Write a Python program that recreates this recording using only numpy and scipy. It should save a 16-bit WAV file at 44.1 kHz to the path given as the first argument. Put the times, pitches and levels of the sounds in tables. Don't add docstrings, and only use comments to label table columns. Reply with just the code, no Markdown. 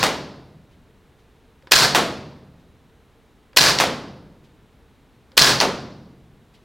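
import sys
import numpy as np
from scipy import signal
from scipy.fft import rfft, irfft
from scipy.io import wavfile

SR = 44100
rng = np.random.default_rng(int(sys.argv[2]) if len(sys.argv) > 2 else 0)


def transcribe(signal):
    frames = np.atleast_2d(signal).T
    limited = np.clip(frames, -1, 1)
    pcm = np.round(limited * 32767).astype(np.int16)
    wavfile.write(sys.argv[1], SR, pcm)


N = 292824



def amp(db):
    return 10 ** (np.asarray(db) / 20)


def read(points, hz):
    f, value = np.transpose(points)
    return np.interp(np.log(hz + 1), np.log(f + 1), value)


def clock(seconds):
    return np.arange(int(seconds * SR)) / SR


def add(mix, s, sound):
    at = round(s * SR)
    sound = sound[..., max(-at, 0):]
    part = mix[:, max(at, 0):][:, :sound.shape[-1]]
    part += sound[..., :part.shape[1]]


def tilted(colour, tilt_db):
    return [(hz, db + tilt_db * np.log2(hz / 1000)) for hz, db in colour]


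# f/Hz, side against mid level/dB
STEREO_WIDTH = [(30, -5), (90, -16.5), (200, -23.5), (450, -18.5), (900, -13), (2000, -11), (5000, -17),
                (13000, -5.5)]


def noise(colour, size, side_db=0.):
    hz = np.fft.rfftfreq(size, 1 / SR)
    mid, side = rfft(rng.standard_normal((2, size)))
    side = side * amp(read(STEREO_WIDTH, hz) + side_db)
    left_right = np.array([mid + side, mid - side])
    x = irfft(left_right * amp(read(colour, hz)), size)
    return x / x.std()


def click(colour, size=2048):
    hz = abs(np.fft.fftfreq(size, 1 / SR))
    log_gain = np.log(amp(read(colour, hz)))
    minimum_phase = np.exp(np.conj(signal.hilbert(log_gain)))
    x = np.fft.ifft(minimum_phase).real[:size // 2]
    return x / np.linalg.norm(x)


def burst(body, hold_s, decay_s):
    t = clock(.04)
    envelope = np.exp(-np.maximum(t - hold_s, 0) / decay_s)
    chatter = rng.choice([-1., 1.], len(t)) * envelope
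    return signal.fftconvolve(chatter, body / np.linalg.norm(body))


def ring(modes, tilt_db=0., size=1024):
    t = np.arange(size) / SR
    x = np.zeros(size)
    for hz, width_hz, db in modes:
        gain = amp(db + tilt_db * np.log2(hz / 4000))
        x += gain * np.exp(-np.pi * width_hz * t) * np.sin(2 * np.pi * hz * t)
    return x


def thump(hz, t60_s, rise_s=.005):
    t = clock(2)
    return np.sin(2 * np.pi * hz * t) * amp(-60 * t / t60_s) * (1 - np.exp(-t / rise_s))


def echoed(x, echoes):
    out = np.zeros((2, SR // 4))
    add(out, 0, x)
    for delay_s, db, pan in echoes:
        add(out, delay_s, amp(db) * x * np.array([[1 - pan], [1 + pan]]))
    return out


# f/Hz, t60/s
HALL_DECAY = [(50, 2.2), (140, 2.3), (300, 1.3), (600, 1.04), (1200, 0.79), (2500, 0.69), (5000, 0.7),
              (8000, .5), (15000, 0.41)]


def hall(colour, rise_s, hold_s, early_t60_ratio, late_db, droop_db=0., swell_db=0., side_db=0.,
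         build_cycles=2.1):
    hz, t, z = signal.stft(noise(colour, 2 * SR, side_db), SR, nperseg=512, noverlap=384)
    hz = hz[:, None]
    t60 = read(HALL_DECAY, hz)
    age = np.maximum(t - hold_s, 0)
    late = min(amp(late_db) ** 2, 1)
    early_power = (1 - late) * amp(-60 * age / (t60 * early_t60_ratio)) ** 2
    late_power = late * amp(-60 * age / t60) ** 2
    build = 1 - np.exp(-(t + t[1]) * hz / build_cycles)
    travel = np.minimum(t / hold_s, 1) - .5
    travel_db = (swell_db - droop_db * np.log2((hz + 500) / 2500)) * travel
    z = z * np.sqrt(early_power + late_power) * build * amp(travel_db)
    x = signal.istft(z, SR, nperseg=512, noverlap=384)[1]
    return x * (1 - np.exp(-np.arange(x.shape[1]) / SR / rise_s))


# f/Hz, level/dB per Hz
VENT_RUMBLE = [(12, -34.5), (20, -7), (67, -2), (97, -6), (145, -6.5), (166, -13.5), (189, -8.5),
               (285, -8.5), (319, -13.5), (376, -11), (400, -18.5), (520, -47.5), (880, -120)]
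VENT_AIR = [(240, -40), (400, -8), (439, -1), (536, -10.5), (588, -9.5), (665, -11.5), (865, -11),
            (1290, -14.5), (3460, -21.5), (3800, -20.5), (4790, -28), (15900, -36.5)]
VENT_RUMBLE_RMS_DB, VENT_AIR_RMS_DB = -56, -60.5


def ventilation():
    rumble = amp(VENT_RUMBLE_RMS_DB) * noise(VENT_RUMBLE, N)
    return rumble + amp(VENT_AIR_RMS_DB) * noise(VENT_AIR, N, side_db=-4)


# t/s, level/dB
STRAY_LANDINGS = [(.708, -63), (1.183, -66), (2.590, -66), (4.436, -60.5), (6.536, -57)]
# f/Hz, level/dB per Hz
STRAY_SPECTRUM = [(200, -21.5), (1500, -6), (3000, 4.5), (5000, -1.5), (8000, -11.5), (15000, -20)]


def stray_pellets(mix):
    for s, db in STRAY_LANDINGS:
        landing = hall(STRAY_SPECTRUM, rise_s=.0053, hold_s=.016, early_t60_ratio=.23, late_db=-10)
        add(mix, s, amp(db - 1.5) * landing)


# t/s, level/dB
CARD_SNAPS = [(3.7872, -7.5), (5.6021, -4.5)]
# f/Hz, level/dB per Hz
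CARD_SPECTRUM = [(100, -8), (600, -8.5), (1200, 1), (2500, -5), (4500, 4), (6000, -1), (8000, -12.5),
                 (15000, -33)]


def card_target(mix):
    for s, db in CARD_SNAPS:
        add(mix, s, amp(db - 3) * burst(click(CARD_SPECTRUM), hold_s=.0018, decay_s=.00087))
        tail = hall(CARD_SPECTRUM, rise_s=.0023, hold_s=.0052, early_t60_ratio=.28, late_db=-13)
        add(mix, s, amp(db - 13.5) * tail)


def backstop_flutter(start_hz, end_hz, glide_s, width_hz, decay_s):
    t = clock(.3)
    hz = end_hz + (start_hz - end_hz) * np.exp(-t / glide_s)
    smooth = signal.butter(2, width_hz / 2, fs=SR)
    complex_noise = rng.standard_normal(len(t)) + 1j * rng.standard_normal(len(t))
    shiver = signal.lfilter(*smooth, complex_noise)
    x = (shiver * np.exp(2j * np.pi * np.cumsum(hz) / SR)).real
    return x / x.std() * np.exp(-(t / decay_s) ** 2)


# t/s, smack level/dB, hall level/dB, tilt/dB per octave, flutter level/dB
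BACKSTOP_HITS = [(0.0296, 1.5, -16.5, 0, -24), (1.9486, 0, -13.5, -0.02, -21),
                 (3.8010, 1, -15.5, -0.5, -29.5), (5.6121, -3, -17, -1.5, -19.5)]
# f/Hz, width/Hz, level/dB
BACKSTOP_MODES = [(830, 530, -5.5), (2250, 1400, 2), (4536, 2800, 2), (10000, 6000, -10)]
# delay t/s, level/dB
CURTAIN_ECHOES = [(.0068, -13.5), (.0088, -16.5), (0.0102, -20.5), (0.0174, -17.5), (0.037, -18)]
# f/Hz, level/dB per Hz
HIT_HALL_SPECTRUM = [(30, -23.5), (85, -12), (150, -2), (220, 1.5), (330, 1), (600, 2.5), (800, 0.5),
                     (1100, 2), (1700, -2), (3800, -4), (5500, -9), (7500, -13), (11000, -19), (15500, -26)]


def backstop(mix):
    small_patch = signal.butter(3, 520, "high", fs=SR)
    for s, db, hall_db, tilt_db, flutter_db in BACKSTOP_HITS:
        smack = signal.lfilter(*small_patch, ring(BACKSTOP_MODES, tilt_db))
        add(mix, s, amp(db) * smack)
        add(mix, s + .0011, amp(db - 2) * smack)
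        for delay_s, echo_db in CURTAIN_ECHOES:
            add(mix, s + delay_s, amp(db + echo_db) * burst(smack, hold_s=.0012, decay_s=.0012))
        tail = hall(tilted(HIT_HALL_SPECTRUM, tilt_db), rise_s=.0013, hold_s=.012,
                    early_t60_ratio=.54, late_db=-9.5, side_db=-7, build_cycles=6.8)
        add(mix, s, amp(hall_db) * tail)
        flutter = backstop_flutter(start_hz=1048.5, end_hz=351.4, glide_s=.045, width_hz=380, decay_s=.065)
        add(mix, s, amp(flutter_db) * flutter)


# t/s, level/dB, tilt/dB per octave
TRIGGER_CLICKS = [(1.6237, -54, 4), (1.6712, -37, -0.5), (3.5313, -45, 0), (5.3176, -47, 2.5)]
# f/Hz, level/dB per Hz
SEAR_SPECTRUM = [(60, -14), (350, -2), (650, -3), (950, 3), (1300, -3), (1800, 3), (2500, -7), (5000, -7),
                 (6300, -24), (15000, -38)]


def trigger(mix):
    for s, db, tilt_db in TRIGGER_CLICKS:
        sear = tilted(SEAR_SPECTRUM, tilt_db)
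        add(mix, s, amp(db - 2) * burst(click(sear), hold_s=.002, decay_s=.002))
        tail = hall(sear, rise_s=.002, hold_s=.01, early_t60_ratio=.2, late_db=-10, droop_db=4)
        add(mix, s, amp(db - 15.5) * tail)
        add(mix, s + .0066, amp(-42.5) * thump(hz=530, t60_s=.08, rise_s=.008))


# t/s, report level/dB, hall level/dB, bolt against report level/dB, bolt-home delay t/s
SHOT_EVENTS = [(-.198, -19.5, -13.5, -3, .11), (1.7193, -2.5, -14.5, -3.5, .1277),
               (3.5710, -2, -15, -3.5, .098), (5.3770, -2, -14.5, -1.5, 0.096)]
# f/Hz, level/dB
BARREL_MODES = [(1015, -31), (1208, -32.5), (1566, -30), (1677, -31.5), (1739, -33.5), (1965, -34),
                (3979, -31.5), (4091, -31.5), (4295, -32), (4623, -33), (4819, -33.5), (4920, -32)]


def barrel(mix):
    for s, shot_db, *_ in SHOT_EVENTS:
        for hz, db in BARREL_MODES:
            mode = thump(hz, t60_s=.48 * (hz / 2000) ** -.4, rise_s=.02)
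            add(mix, s + rng.uniform(0, .004), amp(shot_db + db + 7.5) * mode)


# f/Hz, width/Hz, level/dB
RECEIVER_MODES = [(1692, 92, -7), (2730, 140, -10.5), (4250, 200, -2.5), (4950, 300, -0.5),
                  (5500, 290, -6.5), (6900, 400, -10)]
# f/Hz, level/dB per Hz
STEEL_SPECTRUM = [(60, -28.5), (700, -16.5), (2500, -4.5), (6000, -3.5), (9000, -21.5), (15000, -15)]


def receiver(tilt_db, steel_db):
    body = ring(RECEIVER_MODES, tilt_db)
    return body / np.linalg.norm(body) + amp(steel_db) * click(STEEL_SPECTRUM)


RATTLE_MIN_DB, RATTLE_HALF_RANGE_DB, RATTLE_SPAN_S = -19, 3, .125


def loose_parts(mix):
    for s, shot_db, *_ in SHOT_EVENTS:
        for when, size, bright in rng.uniform(-1, 1, size=(14, 3)):
            tick = burst(receiver(4 * bright, steel_db=-3.5), hold_s=.0012, decay_s=.0005)
            tick_db = shot_db + RATTLE_MIN_DB + RATTLE_HALF_RANGE_DB * (size + 1)
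            add(mix, s + .02 + RATTLE_SPAN_S * (when + 1) / 2, amp(tick_db) * tick)


COCK_S, COCK_DB, COCK_TILT_DB = .0372, -4, 6.5
STOP_S, STOP_TILT_DB = .0434, 4
REBOUND_GAP_S, REBOUND_LOSS_DB, REBOUND_TILT_DB = .024, 4, 0
HOME_DB, HOME_TILT_DB = -6, -8


def bolt_cycle(home_s, count=3):
    rebounds = [(STOP_S + k * REBOUND_GAP_S, -k * REBOUND_LOSS_DB, REBOUND_TILT_DB)
                for k in range(1, count + 1)]
    cock = (COCK_S, COCK_DB, COCK_TILT_DB)
    return [cock, (STOP_S, 0, STOP_TILT_DB), *rebounds, (home_s, HOME_DB, HOME_TILT_DB)]


# t/s after the report, level/dB
UNLOCK_KNOCKS = [(.0042, -9), (0.0157, -4.5), (0.0217, -9.5)]


def bolt(mix):
    knocks = []
    for s, shot_db, _, bolt_db, home_s in SHOT_EVENTS:
        knocks += [(s + delay_s, db, 0) for delay_s, db in UNLOCK_KNOCKS]
        knocks += [(s + delay_s, shot_db + bolt_db + db, tilt_db)
                   for delay_s, db, tilt_db in bolt_cycle(home_s)]
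    for s, db, tilt_db in knocks:
        knock = burst(receiver(tilt_db, steel_db=-6), hold_s=.0018, decay_s=.0008)
        add(mix, s, amp(db - 2) * knock)


# delay t/s, level/dB, pan -1 to 1
NEAR_WALL_ECHOES = [(.0032, -11.5, .1), (.0100, -10, -0.4), (.0140, -12.5, -.1)]
FLUTTER_S, FLUTTER_GAP_S, FLUTTER_DB, FLUTTER_LOSS_DB = .04, .0095, -13.5, 2


def wall_echoes(count=4):
    bounces = [(FLUTTER_S + k * FLUTTER_GAP_S, FLUTTER_DB - k * FLUTTER_LOSS_DB, (-1) ** k)
               for k in range(count)]
    return list(NEAR_WALL_ECHOES) + bounces


# f/Hz, level/dB per Hz
GAS_SPECTRUM = [(60, -17.5), (220, -11), (550, 2), (800, -2), (1500, 0.5), (5500, 3.5), (8000, -3.5),
                (15000, -14.5)]
REPORT_SPECTRUM = [(40, -23.5), (200, -17), (450, -10.5), (800, -2.5), (1200, 3), (2500, -0.5), (4000, 2),
                   (5500, -6), (8000, -11), (15000, -14.5)]
SHOT_HALL_SPECTRUM = [(30, -12.5), (85, -9.5), (140, 2), (210, -3.5), (330, -3), (700, 0), (1100, -0.5),
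                      (1650, 1), (2300, -3), (3300, -2), (4500, 4), (7500, -7.5), (11000, -14.5),
                      (15500, -20.5)]
# f/Hz, level/dB, t60/s
STANDING_WAVES = [(78.4, -40.5, 2.4), (131.2, -33, 1.3), (161.9, -34, 1.2)]


def shot_hall():
    return hall(SHOT_HALL_SPECTRUM, rise_s=.002, hold_s=.12, early_t60_ratio=.49, late_db=-6.5,
                droop_db=2.5, swell_db=4.5, side_db=-3, build_cycles=1.9)


def rifle(mix):
    lead_s = .0085
    t = clock(lead_s)
    spit = noise(GAS_SPECTRUM, len(t), side_db=-31) * np.sqrt(t / lead_s)
    pop = burst(click(REPORT_SPECTRUM), hold_s=.0028, decay_s=.0015)
    boom = sum(amp(db) * thump(hz, t60_s, rise_s=.03) for hz, db, t60_s in STANDING_WAVES)
    stock_echoes = [(.006, -16, .98), (.0096, -13.5, -1)]
    stock = echoed(thump(hz=140, t60_s=.1, rise_s=.004), stock_echoes)
    common_tail = shot_hall()
    for s, db, hall_db, _, _ in SHOT_EVENTS:
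        report = pop + amp(-10) * burst(click(REPORT_SPECTRUM), hold_s=.0009, decay_s=.0017)
        add(mix, s - lead_s, amp(db - 13.5) * spit)
        add(mix, s, amp(db) * echoed(report, wall_echoes()))
        add(mix, s - .0035, amp(db + 1.5) * thump(hz=440, t60_s=.017, rise_s=.0045))
        add(mix, s + .035, amp(db - 13.5) * stock)
        add(mix, s + .035, boom)
        add(mix, s, amp(hall_db - 1.7) * (shot_hall() + .5 * common_tail))


def scene():
    mix = ventilation()
    stray_pellets(mix)
    card_target(mix)
    backstop(mix)
    trigger(mix)
    barrel(mix)
    loose_parts(mix)
    bolt(mix)
    rifle(mix)
    return mix


EDGE_HZ = 16050


def record(dry):
    clipped = np.clip(dry, -1, 1)
    low_pass = signal.firwin(511, EDGE_HZ, window=("kaiser", 8), fs=SR)
    return signal.oaconvolve(clipped, low_pass[None], "same")


dry = scene()
out = record(dry)
transcribe(out)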